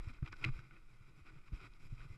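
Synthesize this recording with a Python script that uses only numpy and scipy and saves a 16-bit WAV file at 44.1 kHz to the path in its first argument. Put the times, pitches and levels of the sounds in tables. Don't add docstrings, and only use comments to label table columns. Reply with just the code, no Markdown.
import sys
import numpy as np
from scipy import signal
from scipy.io import wavfile

SR = 44100
rng = np.random.default_rng(int(sys.argv[2]) if len(sys.argv) > 2 else 0)


def digitize_waveform(pressure):
    field = np.atleast_2d(pressure).T
    bounded = np.clip(field, -1, 1)
    quanta = np.round(bounded * 32767).astype(np.int16)
    wavfile.write(sys.argv[1], SR, quanta)


def voltage_ratio(level):
    return 10 ** (np.asarray(level, float) / 20)


N = 96005

# time in seconds, level in dB.
SWAY_CURVE = [(0, -42), (.12, -48.5), (.2, -50), (.55, -52), (.7, -58), (1.1, -61), (1.4, -56),
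              (1.6, -50.5), (1.75, -52), (1.9, -53), (2.05, -43.5), (2.18, -62)]
# start in seconds, peak in dB, pitch in Hz, dying time in seconds.
STONE_JOLTS = [(0.025, -45, 20, 0.0069), (.07, -34.5, 89, 0.0049), (.095, -55, 242, .008),
               (0.2232, -34, 70, 0.0076), (0.2247, -30.5, 126.7, 0.0057), (.226, -47, 293, 0.0032),
               (0.289, -52, 101, 0.018), (0.438, -43, 312, 0.012), (0.457, -31.5, 114.4, .01),
               (0.481, -32.5, 124, 0.01), (0.489, -32, 16.13, 0.023), (0.551, -44.5, 51, 0.014),
               (.585, -45.5, 122, 0.0071), (1.005, -52.5, 108, 0.0071), (1.206, -55.5, 75, .012),
               (1.521, -35.5, 109, 0.0041), (1.526, -55, 275, 0.006), (1.522, -32, 41, 0.01),
               (1.326, -57, 70, 0.01), (1.349, -59, 135, 0.017), (1.634, -54, 118, 0.016),
               (1.841, -54.5, 118, 0.021), (1.893, -42, 28, 0.019), (1.921, -38.5, 120, 0.0077),
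               (1.927, -56, 277, 0.0039), (2.048, -50, 135, 0.0082), (2.101, -42.5, 90, 0.0056)]
# start in seconds, peak in dB, favoured pitch in Hz,
# rattle length in seconds.
SHELL_KNOCKS = [(.083, -55, 2320, 0.0062), (0.093, -48, 2340, .004), (0.138, -51, 6200, 0.0021),
                (.164, -65, 3780, 0.0011), (0.183, -57.5, 1300, 0.0036), (.228, -47.5, 930, 0.0028),
                (0.261, -43.5, 2980, 0.0018), (0.265, -44.5, 1050, 0.0016), (.275, -45, 1400, .002),
                (0.276, -45, 3650, .005), (0.325, -41, 5340, 0.0019), (.328, -37.5, 1300, 0.0059),
                (0.366, -49, 4440, 0.0024), (0.437, -51, 2100, 0.00158), (.441, -24, 2480, .0035),
                (.447, -24.5, 2800, .0025), (0.447, -30, 7140, .0015), (0.456, -66, 2100, 0.0013),
                (0.488, -45, 1450, 0.0027), (.591, -45.5, 1240, .0015), (0.634, -56, 1440, 0.00315),
                (.709, -52, 1540, .002), (.765, -58.5, 2330, 0.003), (1.259, -72, 2340, 0.0037),
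                (1.476, -52.5, 2190, .004), (1.482, -58, 1440, 0.0039), (1.736, -53, 3620, 0.0017),
                (2.005, -48.5, 1740, 0.00149), (2.015, -50.5, 2100, .0015)]
# start in seconds, length in seconds, level in dB,
# brightness in dB per octave.
RUB_STROKES = [(0, 0.0088, -55, -3.5), (0.02, 0.099, -63, 2), (0.081, 0.014, -58, 0.5),
               (0.126, 0.053, -67, 0), (0.245, 0.051, -60, -0.5), (.318, 0.025, -58, -0.5),
               (0.358, 0.085, -64.5, 2), (0.419, 0.056, -51, -2.5), (0.466, 0.037, -55, -2),
               (0.514, 0.094, -64.5, 1.5), (0.597, 0.082, -70.5, -2), (0.716, 0.07, -67.5, -4),
               (0.892, 0.09, -74.5, 2.5), (1.002, 0.055, -76.5, 0.5), (1.066, 0.037, -69.5, 1.5),
               (1.155, 0.062, -72.5, 3), (1.257, 0.051, -62.5, -1), (1.317, 0.085, -70, -0.5),
               (1.465, 0.021, -66, 1.5), (1.53, 0.059, -61.5, 1.5), (1.593, 0.087, -59.5, 0),
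               (1.707, 0.073, -76.5, 3), (1.795, 0.088, -69.5, 4.5), (1.893, 0.078, -70.5, 3),
               (1.976, 0.0916, -63.5, 1), (2.08, 0.084, -69, 3.5)]
# pitch in Hz, width in Hz, level in dB.
HOUSING_MODES = [(322.4, 57.3, 3), (804, 590, -10.5), (1218, 252, -3), (1482, 93, -0.5), (2100, 257, -5),
                 (2450, 219, -2), (3187, 250, -15.5), (3912, 280, -16), (4890, 430, -18), (5470, 570, -21),
                 (7330, 1060, -26.5), (11160, 1000, -33.5)]

SKIRT = 4.74
TIME = np.arange(N) / SR


def rms_one(x):
    return x / np.sqrt(np.mean(x ** 2) + 1e-20)


def drift(rate):
    r = np.exp(-80 * np.pi * rate / SR)
    noise = rng.standard_normal(N // 40 + 2002)
    slow = signal.lfilter([1], [1, -2 * r, r * r], noise)[2000:]
    return np.interp(np.arange(N) / 40, np.arange(len(slow)), rms_one(slow))


def resonance(x, hz, width_hz):
    r = np.exp(-np.pi * width_hz / SR)
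    poles = [1, -2 * r * np.cos(2 * np.pi * hz / SR), r * r]
    return signal.lfilter(np.array([1, 0, -1]) * (1 - r * r) / 2, poles, x + 1e-18)


def ringing_noise(hz, width_hz):
    once = resonance(rng.standard_normal(N), hz, width_hz)
    return rms_one(resonance(once, hz, width_hz))


def housing_mode(x, hz, width_hz):
    return resonance(resonance(x, hz, width_hz), hz, SKIRT * width_hz)


def low_noise(hz):
    band = signal.butter(2, [8, hz], "band", fs=SR, output="sos")
    return rms_one(signal.sosfilt(band, rng.standard_normal(N + SR))[SR:])


def rub_pressure(octaves):
    rise_s, fall_s, rest_db = 0.023, 0.024, -73.5
    t = np.arange(0, N + 16, 16) / SR
    power = voltage_ratio(2 * rest_db)
    for start, length, db, bright_db in RUB_STROKES:
        rise = (t - start) / rise_s + 0.5
        fall = (start + length - t) / fall_s + 0.5
        press = np.clip(np.minimum(rise, fall), 0, 1)
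        power = power + voltage_ratio(2 * (db + bright_db * octaves)) * press ** 2
    return np.interp(TIME, t, 10 * np.log10(power))


def hiss():
    dull = signal.butter(1, 9700, fs=SR, output="sos")
    return voltage_ratio(-85.5) * rms_one(signal.sosfilt(dull, rng.standard_normal(N)))


def rumble():
    sway_lumps_db, mount_lumps_db = 0, 4
    sway_s, sway_db = np.transpose(SWAY_CURVE)
    sway_level_db = np.interp(TIME, sway_s, sway_db) + sway_lumps_db * drift(6.9)
    sway = voltage_ratio(sway_level_db) * low_noise(23)
    shake = voltage_ratio(-75) * low_noise(214)
    mount = voltage_ratio(-68) * ringing_noise(122.6, 44.4)
    rub_db = rub_pressure(0)
    rough_db = 0.67 * (rub_db - rub_db.mean())
    return sway + voltage_ratio(rough_db + mount_lumps_db * drift(9)) * (mount + shake)


def squeak():
    start_s, length_s = 2.09, 0.09
    phase = np.clip((TIME - start_s) / length_s, 0, 1)
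    swell = np.sqrt(np.sin(np.pi * phase) + 1e-12)
    return voltage_ratio(-72) * swell * ringing_noise(2050, 70)


def jolts():
    stiffening = 0.19
    out = np.zeros(N)
    for start, db, hz, dying in STONE_JOLTS:
        age = np.maximum(TIME - start, 0)
        swell = (age / dying * np.exp(1 - age / dying)) ** 1.4
        swing = -swell * np.sin(2 * np.pi * hz * age)
        out += voltage_ratio(db) * (swing + stiffening * swing ** 2)
    return out


def knocks():
    clicks_each, favour_db, reach_octaves, spread_db = 10, 6.5, 0.67, 4
    start, peak_db, pitch, length = np.transpose(SHELL_KNOCKS)[:, :, None]
    lateness = rng.random((len(SHELL_KNOCKS), clicks_each)) ** 2
    luck = rng.standard_normal((len(SHELL_KNOCKS), len(HOUSING_MODES), clicks_each))
    luck = luck / np.sqrt(np.mean(luck ** 2, axis=2, keepdims=True))
    at = np.clip((start + 2 * length * lateness) * SR, 0, N - 1).astype(int)
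    out = np.zeros(N)
    for k, (hz, width_hz, db) in enumerate(HOUSING_MODES):
        distance = np.log2(hz / pitch) / reach_octaves
        near_db = -favour_db * np.minimum(distance ** 2, 3)
        clicks = np.zeros(N)
        np.add.at(clicks, at, voltage_ratio(peak_db + near_db - spread_db * lateness) * luck[:, k])
        out += voltage_ratio(db + 24.5) * housing_mode(clicks, hz, width_hz)
    blunt = signal.butter(2, 7440, fs=SR, output="sos")
    return signal.sosfilt(blunt, out)


def rubbing():
    grains_per_s, spread_db, flicker_db, gust_db = 5000, 2, 1, 0.5
    sizes = voltage_ratio(spread_db * np.minimum(rng.exponential(1, (2, N)), 5))
    sizes = sizes * rng.choice([-1, 1], (2, N))
    struck = rng.random((2, N)) < grains_per_s / SR
    grains = rms_one(sizes * struck) * voltage_ratio(flicker_db * drift(28))
    out = np.zeros(N)
    for k, (hz, width_hz, db) in enumerate(HOUSING_MODES):
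        octaves = max(np.log2(hz / 2000), 0)
        level_db = db + gust_db * drift(14) + rub_pressure(octaves) + 14.5
        ring = housing_mode(grains[k // 2 % 2], hz, width_hz)
        out += (-1) ** k * voltage_ratio(level_db) * ring
    return out


def scene():
    return (hiss() + rubbing() + squeak() + knocks() + jolts() + rumble())[None]


def roll_off(x):
    return signal.sosfilt(signal.butter(12, 13040, fs=SR, output="sos"), x)


def record(dry):
    top_cut = signal.ellip(12, 0.5, 45, 13020, fs=SR, output="sos")
    mix = signal.sosfilt(top_cut, dry)
    return roll_off(mix)


dry = scene()
out = record(dry)
digitize_waveform(out)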